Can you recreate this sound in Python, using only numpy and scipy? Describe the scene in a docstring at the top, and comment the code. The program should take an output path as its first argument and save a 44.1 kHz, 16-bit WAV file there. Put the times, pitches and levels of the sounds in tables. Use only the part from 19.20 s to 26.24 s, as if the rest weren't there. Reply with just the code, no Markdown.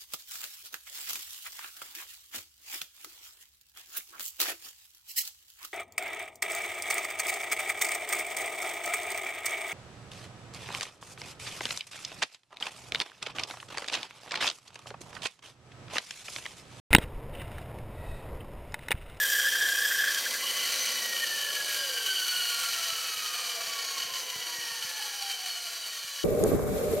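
"""A bandsaw finishes a cut through a board in a workshop: stick-slip makes the blade squeal in the kerf
for a second, then it runs free. The motor is switched off, and the whine at the tooth-passing frequency
sinks as the wheels coast, while friction in the guides keeps the band hissing and ringing.
A second motor is then switched off and runs down quickly. Ticks of the band on its guides and soft
bumps from around the table go on almost to the end."""
import sys
import numpy as np
from scipy import signal
from scipy.fft import rfft, irfft, next_fast_len
from scipy.io import wavfile
from scipy.ndimage import uniform_filter1d, map_coordinates

SR = 44100
rng = np.random.default_rng(int(sys.argv[2]) if len(sys.argv) > 2 else 0)


def store_wav(level_fs):
    """Save 16-bit WAV to argv[1]."""
    pcm = np.round(np.clip(np.atleast_2d(level_fs), -1, 1) * 32767)
    wavfile.write(sys.argv[1], SR, pcm.T.astype(np.int16))


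N = 310444
TIME = np.arange(N) / SR
FFT_SIZE = next_fast_len(N)
FREQS = np.maximum(np.arange(FFT_SIZE // 2 + 1) * SR / FFT_SIZE, 1)
CUTOFF_HZ = 15800


# tooth-passing frequency: time_s, rate_hz
TOOTH_PASSING = [(0.0, 2002.0), (0.35, 2001.0), (0.8, 2008.0), (1.05, 2022.0), (1.69, 2028.0),
                 (1.76, 1974.0), (1.84, 1920.0), (2.0, 1832.0), (2.24, 1734.0), (2.48, 1651.0),
                 (2.96, 1516.0), (3.68, 1335.0), (4.64, 1112.0), (5.6, 897.0), (6.08, 787.0), (6.56, 670.0),
                 (7.04, 548.0)]
def blade_motion():
    """Phase is the integral of frequency: the tooth rate sums to the count of teeth passed."""
    rate_hz, = in_time(TOOTH_PASSING)
    return rate_hz, np.cumsum(rate_hz) / SR


# resonances of the squealing band: centre_hz, width_hz, gain_db
SQUEAL_RESONANCES = [(1624, 44, -5.5), (1714, 50, -6), (1870, 50, -22)]
# hard catches in the kerf, last on the few remaining fibres: middle_s, half_length_s, level_db
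KERF_CATCHES = [(0.023, 0.026, -25.5), (0.197, 0.014, -24), (0.27, 0.03, -24.5), (0.416, 0.012, -24.5),
                (.46, 0.015, -25.5), (0.65, 0.025, -29), (0.716, 0.015, -25), (0.787, .006, -27),
                (0.804, 0.0074, -21.5), (0.843, 0.0088, -22), (0.88, .012, -25.5), (0.973, 0.017, -30.5),
                (1.066, 0.0083, -27.5), (1.153, 0.019, -34)]
def kerf_squeal(pressure_db, level_db=-30, end_s=0.88, release_s=0.053):
    """Stick-slip oscillation: the buried band swings at its resonances until friction limits it."""
    ringing = shape(scrape(grain_db=4.5), response(FREQS, SQUEAL_RESONANCES))
    swing = rms_one(signal.hilbert(ringing, FFT_SIZE)[:N])
    phase = np.angle(swing)
    drive = rms_one(np.abs(swing) * from_db(5 * (pressure_db + 0.81 * drift(29.97))))
    amplitude = rms_one(np.tanh(1.1 * drive))
    # limiting adds harmonics; the third grows towards the end of the cut
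    third = from_db(-24.5 + 7.5 * np.minimum(TIME, end_s)) * amplitude ** 2
    wave = np.cos(phase) + from_db(-14) * np.cos(2 * phase) + third * np.cos(3 * phase)
    chatter = amplitude * from_db(level_db) * np.exp(-np.maximum(TIME - end_s, 0) / release_s)
    catches = sum(from_db(db) * swell(s, half) for s, half, db in KERF_CATCHES)
    return np.maximum(chatter, np.tanh(2 * np.abs(swing)) * catches) * np.sqrt(2) * wave


# fundamental of the tooth tone: time_s, level_db
WHINE_LEVEL = [(0, -49), (.95, -54), (1.1, -45.5), (1.72, -48), (1.85, -39), (2.3, -42), (3.3, -41),
               (3.8, -48.5), (4.6, -48.5), (5.55, -56.5), (6.1, -52), (7.04, -70)]
# its overtones, before the guides colour them: multiple, level_db
TOOTH_HARMONICS = [(2, -8), (3, -5), (4, -10), (5, -8), (6, 0), (7, 0.5), (8, -5), (11, 0), (15, -1),
                   (18, -9), (24, -7)]
def tooth_tones(teeth, rate_hz, pressure_db, body):
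    """Periodic forcing: the teeth make a harmonic series whose overtones swell at each resonance."""
    phase = 2 * np.pi * teeth + 0.067 * drift(35)
    multiples, levels = np.transpose(TOOTH_HARMONICS)
    overtones = np.zeros(N)
    for k in range(2, 25):
        gain = np.interp(k * rate_hz, FREQS, body) * (k * rate_hz < CUTOFF_HZ)
        level_db = np.interp(k, multiples, levels) - 18 + 2.5 * drift(12)
        overtones += gain * from_db(level_db) * np.sin(k * phase + 2 * np.pi * rng.random())
    tone = np.imag(uneven_set(teeth) * np.exp(1j * (phase + 1.04 * drift(35))))
    whine_db = in_time(WHINE_LEVEL)[0] + 1.8 * pressure_db + 2 * drift(18)
    return from_db(whine_db) * np.sqrt(2) * tone, overtones


def uneven_set(teeth, depth=0.26, teeth_per_loop=163):
    """Modulation: unevenly set teeth give their tone sidebands, which beat as the band loops round."""
    sidebands = sum(np.exp(2j * np.pi * (k * teeth / teeth_per_loop + rng.random())) / abs(k)
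                    for k in (-2, -1, 0.81, 2))
    return rms_one(1 + depth * sidebands)


# friction on the band: time_s, hiss_db, treble_db
FRICTION_LEVELS = [(0, -35.5, -34.5), (.13, -33.5, -32.5), (.33, -34.5, -36), (.65, -34.5, -35.5),
                   (1.1, -35.5, -38.5), (1.55, -30, -37), (1.9, -34, -39.5), (2.8, -34.5, -40),
                   (2.87, -34.5, -38.8), (3.4, -32, -37.5), (3.67, -32, -39.5), (3.76, -34.5, -41),
                   (4.65, -34.5, -44), (5.1, -37.5, -45), (5.8, -36.5, -44), (7.04, -39.5, -46)]
# the band presses on its guides or eases off: middle_s, half_length_s, change_db
GUIDE_PRESSES = [(2.53, 0.047, 3), (4.894, .04, -1.5), (4.987, .025, 2.5), (5.06, 0.044, -1.5),
                 (6.12, 0.036, 1.3), (6.18, .025, -3)]
# resonances of the band in the kerf: centre_hz, width_hz, gain_db
KERF_RESONANCES = [(1135, 98, -5), (2510, 150, -4), (3200, 132, 10.5), (3640, 130, 0), (4800, 780, -3),
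                   (5695, 105, 5.5), (7210, 210, -5.5), (8080, 220, -10), (9500, 260, -12.5),
                   (12090, 150, -7), (13650, 260, -20)]
# hiss of teeth and chips: frequency_hz, density_db
KERF_SPECTRUM = [(500, -27), (1000, -34), (1400, -9), (2200, -7), (4000, -6.5), (6500, -5.5), (8500, -13.5),
                 (11000, -16.5), (14000, -15.5), (16000, -22.5)]
# resonances of guides and frame: centre_hz, width_hz, gain_db
GUIDE_RESONANCES = [(1121, 23, -4), (1270, 45, -19), (1406, 51, -2.5), (1660, 150, -6.5), (1867, 110, -4.5),
                    (2306, 111, -2), (2570, 250, -8), (3300, 115, -6.5), (3940, 173, -3), (4462, 268, 2),
                    (4984, 140, -4.5), (5630, 180, -4), (6053, 216, -2), (6580, 180, -9.5),
                    (8440, 125, -10.5), (9070, 105, -10), (11420, 250, -16.5), (13250, 720, -16)]
# hiss of steel on the guides: frequency_hz, density_db
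GUIDE_SPECTRUM = [(500, -36.5), (1000, -13.5), (2000, -19.5), (3500, -13), (5300, -16.5), (7200, -10.5),
                  (7900, -15.5), (10000, -16.5), (12200, -19), (14000, -23.5), (16000, -23)]
def running_blade(teeth, rate_hz, pressure_db):
    """Source and filter: friction excites first the kerf, then the guides, beneath the tooth tones."""
    press_db = sum(db * swell(s, half) for s, half, db in GUIDE_PRESSES)
    hiss_db, treble_db = in_time(FRICTION_LEVELS) + press_db
    bite = in_wood()
    kerf = hiss_response(KERF_RESONANCES, KERF_SPECTRUM)
    guides = hiss_response(GUIDE_RESONANCES, GUIDE_SPECTRUM)
    force = rms_one(scrape(grain_db=1.5) * from_db(pressure_db + 0.42 * drift(25)))
    force += from_db(2.5 - hiss_db) * knocks() * rng.standard_normal(N)
    rub = np.sqrt(bite) * shape(force, kerf) + np.sqrt(1 - bite) * shape(force, guides)
    whine, overtones = tooth_tones(teeth, rate_hz, pressure_db, guides)
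    # harder contact is brighter: above 7.5 kHz the hiss follows its own level
    treble = shape(rub, 1 / (1 + (7500 / FREQS) ** 12))
    treble_rms = np.sqrt(uniform_filter1d(treble ** 2, SR // 4) + 1e-12)
    hiss = from_db(hiss_db - 3) * (rub - treble) + from_db(treble_db - 0.64) * treble / treble_rms
    # wood in the gullets damps the overtones
    return hiss + from_db(hiss_db) * (1 - 0.35 * bite) * overtones + whine


def in_wood(middle_s=1.002, exit_length_s=0.34):
    """Contact with the wood falls from 1 to 0 as the board runs out."""
    return np.clip(0.5 - (TIME - middle_s) / exit_length_s, 0, 1)


# unevenness of wheels and pulley: period_teeth, depth_db
WHEEL_RUNOUT = [(159.4, 0.6), (93, 0), (53, 0.17), (65.6, 1), (33.62, 0.78)]
def guide_pressure_db(teeth):
    """Runout: uneven wheels and pulley vary the band's pressure on its guides periodically."""
    return sum(db * np.cos(2 * np.pi * (teeth / period + rng.random())) for period, db in WHEEL_RUNOUT)


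# ringing of the band between its guides: time_s, level_db
SPAN_LEVEL = [(1.17, -50), (1.24, -35.5), (1.43, -35), (1.65, -39), (2.82, -37.5), (2.91, -34.5),
              (3.3, -37.5), (3.8, -41), (7.04, -45)]
# modes of that span: centre_hz, width_hz, gain_db
SPAN_RESONANCES = [(2980, 88, 6.5), (3090, 132, 1.5)]
def band_ring(pressure_db):
    """Modal response: the free span rings in uneven spurts as it rubs, and after every knock."""
    spurts = rms_one(from_db(0.9 * pressure_db + 1.5 * drift(14)))
    rubbing = spurts * from_db(in_time(SPAN_LEVEL)[0]) * np.sqrt(1 - in_wood())
    force = np.hypot(rubbing, from_db(-1) * knocks()) * scrape(grain_db=2.5)
    return shape(force, rms_one(response(FREQS, SPAN_RESONANCES)))


# the band hits its guides, from dry tick to short scrape: start_s, level_db, decay_s
GUIDE_KNOCKS = [(.946, -31, .004), (1.693, -42, 0.0036), (1.977, -31, .004), (2.066, -34.5, 0.011),
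                (2.16, -32, 0.0064), (2.247, -36, 0.016), (2.351, -33, 0.019), (2.515, -37, .004),
                (2.545, -30.5, .005), (2.86, -32.5, .02), (3.032, -41, 0.013), (3.081, -31.5, 0.008),
                (3.703, -30, .004), (3.805, -38, 0.013), (4.06, -34, 0.015), (4.189, -39, 0.022),
                (4.287, -38, .018), (4.78, -33, 0.023), (4.802, -36, 0.0036), (4.938, -35.5, 0.023),
                (5.1, -37, .015), (5.266, -38, .015), (5.624, -38, .015), (5.824, -32, .004),
                (6.022, -39, .012), (6.26, -30, .004)]
def knocks():
    """Impact: the force envelope of each knock starts at once and decays exponentially."""
    force = np.zeros(N)
    for start_s, db, decay_s in GUIDE_KNOCKS:
        start = int(start_s * SR)
        age = TIME[:min(SR // 4, N - start)]
        force[start:start + len(age)] += from_db(db) * np.exp(-age / decay_s)
    return force


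# tooth overtones that sing out: middle_s, half_length_s, multiple, level_db, tremble_rad
TOOTH_SQUEAKS = [(.07, 0.13, 6, -37, 2.1), (.66, .17, 6, -44, 0.64), (1.12, .12, 6, -50, .4),
                 (.95, .4, 7, -53, .6), (1.606, 0.21, 3, -37, 0.31), (1.624, .14, 2, -42.5, 0.35),
                 (2.0, .2, 7, -52, .3), (2.652, 0.31, 3, -41.5, 0.23), (3.07, 0.29, 2, -38, 0.73),
                 (3.156, 0.34, 3, -38, 1.2), (4.2, 0.68, 2, -47.5, 0.59), (5.55, 0.45, 2, -46, 1.3),
                 (6.14, .07, 4, -40, 0.99), (6.12, 0.063, 3, -46.5, 0.57)]
# belt and bearing tones in the cabinet: middle_s, half_length_s, multiple, level_db, tremble_rad
BELT_AND_BEARINGS = [(1.25, 0.28, .55, -52, 2.3), (3.57, 0.3, .5, -58.5, .9), (4.39, .3, .58, -53.5, 0.73),
                     (4.32, 0.22, .42, -61, 1.1), (4.98, 0.1, .52, -61, 0.81), (5.4, 0.12, .54, -62, 0.53)]
def resonant_swells(rows, teeth, flutter_db):
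    """Passage through resonance: tones locked to the tooth rate swell at the listed moments."""
    tones = np.zeros(N)
    for middle_s, half_s, multiple, db, tremble_rad in rows:
        phase = 2 * np.pi * multiple * teeth + tremble_rad * drift(40)
        envelope = from_db(db + flutter_db * drift(19)) * swell(middle_s, half_s)
        tones += envelope * np.sqrt(2) * np.sin(phase)
    return tones


# resonances of the cabinet: centre_hz, width_hz, gain_db
CABINET_RESONANCES = [(346, 17, -4.5), (447, 34, -6.5), (506, 11.8, 3), (702, 28, -0.5), (796, 7.7, -16)]
# its broad rumble: frequency_hz, density_db
CABINET_SPECTRUM = [(20, -50), (50, -44), (100, -29), (160, -22.5), (250, -13), (390, -16.5), (460, -1.5),
                    (590, -10.5), (720, -6), (950, -6), (1300, -27), (2500, -43)]
def cabinet_rumble(rate_hz, db_per_octave=4.5, critical_hz=1060, width_hz=170):
    """Forced vibration: the rumble fades with blade speed, but swells around a critical speed."""
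    slowing_db = db_per_octave * np.log2(rate_hz / rate_hz.max())
    critical_db = 4.5 * np.exp(-((rate_hz - critical_hz) / width_hz) ** 2)
    cabinet = response(FREQS, CABINET_RESONANCES, CABINET_SPECTRUM)
    return from_db(-53 + slowing_db + critical_db) * rms_one(shape(scrape(grain_db=3.5), cabinet))


def drive_hum(teeth, rate_hz, db_per_octave=27, load_loss_db=4, teeth_per_cycle=8.35):
    """Rotational tone: the drive's hum is weaker under load, and sinks and fades with speed."""
    level_db = -67 + db_per_octave * np.log2(rate_hz / rate_hz.max()) - load_loss_db * in_wood()
    return from_db(level_db + 2 * drift(15)) * np.sqrt(2) * np.sin(2 * np.pi * teeth / teeth_per_cycle)


# tone of the second motor: time_s, level_db
SECOND_MOTOR_LEVEL = [(0, -76), (1.2, -62), (2.55, -57), (2.68, -51.5), (2.88, -56.5), (3.0, -69),
                      (3.8, -90)]
def second_motor(pitch_hz=613, off_s=2.57, coast_s=0.81):
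    """Exponential run-down: the pitch follows the speed, and the fan's rush follows its cube."""
    speed = np.exp(-np.maximum(TIME - off_s, 0) / coast_s)
    phase = 2 * np.pi * np.cumsum(pitch_hz * speed) / SR + 0.28 * drift(25)
    level_db = in_time(SECOND_MOTOR_LEVEL)[0] + 2 * drift(5.5)
    tone = from_db(level_db) * np.sqrt(2) * (np.sin(phase) + from_db(2) * np.sin(6 * phase))
    fan = response(FREQS, modes=[(194, 21, -10), (386, 89, 0.5), (537, 48, 9)])
    return tone + from_db(-55) * speed ** 3 * rms_one(shape(rng.standard_normal(N), fan))


# soft pushes around the table: start_s, level_db
TABLE_BUMPS = [(.82, -62), (3.195, -61), (3.495, -60), (3.725, -54), (3.97, -58), (4.47, -61), (4.85, -58),
               (4.92, -58), (5.16, -50), (5.185, -57), (5.385, -54), (5.518, -58), (5.648, -53.5),
               (6.845, -59)]
def table_bumps(pitch_hz=138, decay_s=0.0037, push_s=0.00098):
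    """Damped oscillator: each short push sets off a low swing that dies almost at once."""
    hits = np.zeros(N)
    for start_s, db in TABLE_BUMPS:
        hits[int(start_s * SR)] = from_db(db)
    push = signal.lfilter([1], [1, -np.exp(-1 / (push_s * SR))], hits + 1e-18)
    radius, angle = np.exp(-1 / (decay_s * SR)), 2 * np.pi * pitch_hz / SR
    return from_db(6) / 22 * signal.lfilter([1, -1], [1, -2 * radius * np.cos(angle), radius ** 2], push)


def workshop(x, t60_s, wet_db):
    """Reverberation: dense reflections from table, shelves and walls decay exponentially."""
    t = TIME[:SR // 2]
    tail = rng.standard_normal(len(t)) * from_db(-60 * t / t60_s) * (t > 0.003)
    wet = signal.fftconvolve(x, tail / np.sqrt(np.sum(tail ** 2)))[:N]
    return (x + from_db(wet_db) * wet) / np.sqrt(1 + from_db(wet_db) ** 2)


def scrape(grain_db):
    """Friction noise: tiny contacts of uneven strength, about a millisecond each."""
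    strength = np.repeat(from_db(grain_db * rng.standard_normal(N // 40 + 1)), 40)[:N]
    return rms_one(rng.standard_normal(N) * strength)


def response(hz, modes, spectrum=None):
    """Gain of a body: resonance peaks and a broad spectrum add in power."""
    power = sum(from_db(db) ** 2 / (1 + ((hz - centre) / width) ** 2) ** 2 for centre, width, db in modes)
    if spectrum is not None:
        points_hz, db = np.transpose(spectrum)
        power += from_db(np.interp(np.log(hz), np.log(points_hz), db)) ** 2
    return np.sqrt(power)


def hiss_response(modes, spectrum):
    """A body's gain, scaled so that unit white noise has rms 1 between 3.7 and 7 kHz."""
    gain = response(FREQS, modes, spectrum)
    inside = (FREQS > 3700) & (FREQS < 7000)
    return gain / np.sqrt(np.mean(gain ** 2 * inside))


def shape(x, gain):
    """Linear filtering: multiply the spectrum by a frequency response."""
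    return irfft(rfft(x, FFT_SIZE) * gain, FFT_SIZE)[:N]


def drift(rate_hz):
    """Random fluctuation with rms 1 and about `rate_hz` turns a second."""
    knots = rng.standard_normal(2048)
    return rms_one(map_coordinates(knots, [TIME * 2 * rate_hz], order=1, mode="wrap"))


def swell(middle_s, half_s):
    """A rounded rise and fall of height 1."""
    return np.exp(-np.minimum(np.abs((TIME - middle_s) / half_s), 4) ** 3)


def in_time(rows):
    """Interpolate a table's columns at every sample."""
    time_s, *columns = np.transpose(rows)
    return [np.interp(TIME, time_s, column) for column in columns]


def from_db(db):
    """Decibels to gain."""
    return 10 ** (np.asarray(db) / 20)


def rms_one(x):
    """Scale to rms 1."""
    return x / np.sqrt(np.mean(np.abs(x) ** 2) + 1e-20)


def scene():
    """Superposition: saw, second motor and bumps add up, the same in both channels."""
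    rate_hz, teeth = blade_motion()
    pressure_db = guide_pressure_db(teeth)
    machines = running_blade(teeth, rate_hz, pressure_db) + band_ring(pressure_db)
    machines += cabinet_rumble(rate_hz) + drive_hum(teeth, rate_hz) + second_motor()
    machines += resonant_swells(TOOTH_SQUEAKS, teeth, flutter_db=2)
    machines += resonant_swells(BELT_AND_BEARINGS, teeth, flutter_db=4)
    squeal = kerf_squeal(pressure_db)
    sound = workshop(machines, t60_s=0.71, wet_db=-8)
    sound += workshop(squeal, t60_s=0.63, wet_db=-13)  # the kerf is close, so nearly dry
    sound += table_bumps()
    return np.array([sound, sound])


def record(dry):
    """Band limiting: the microphone loses the deepest bass, and the top is cut steeply."""
    lean = signal.sosfilt(signal.butter(2, 50, "high", fs=SR, output="sos"), dry)
    return signal.sosfilt(signal.ellip(12, 0.1, 80, CUTOFF_HZ, fs=SR, output="sos"), lean)


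dry = scene()
out = record(dry)
store_wav(out)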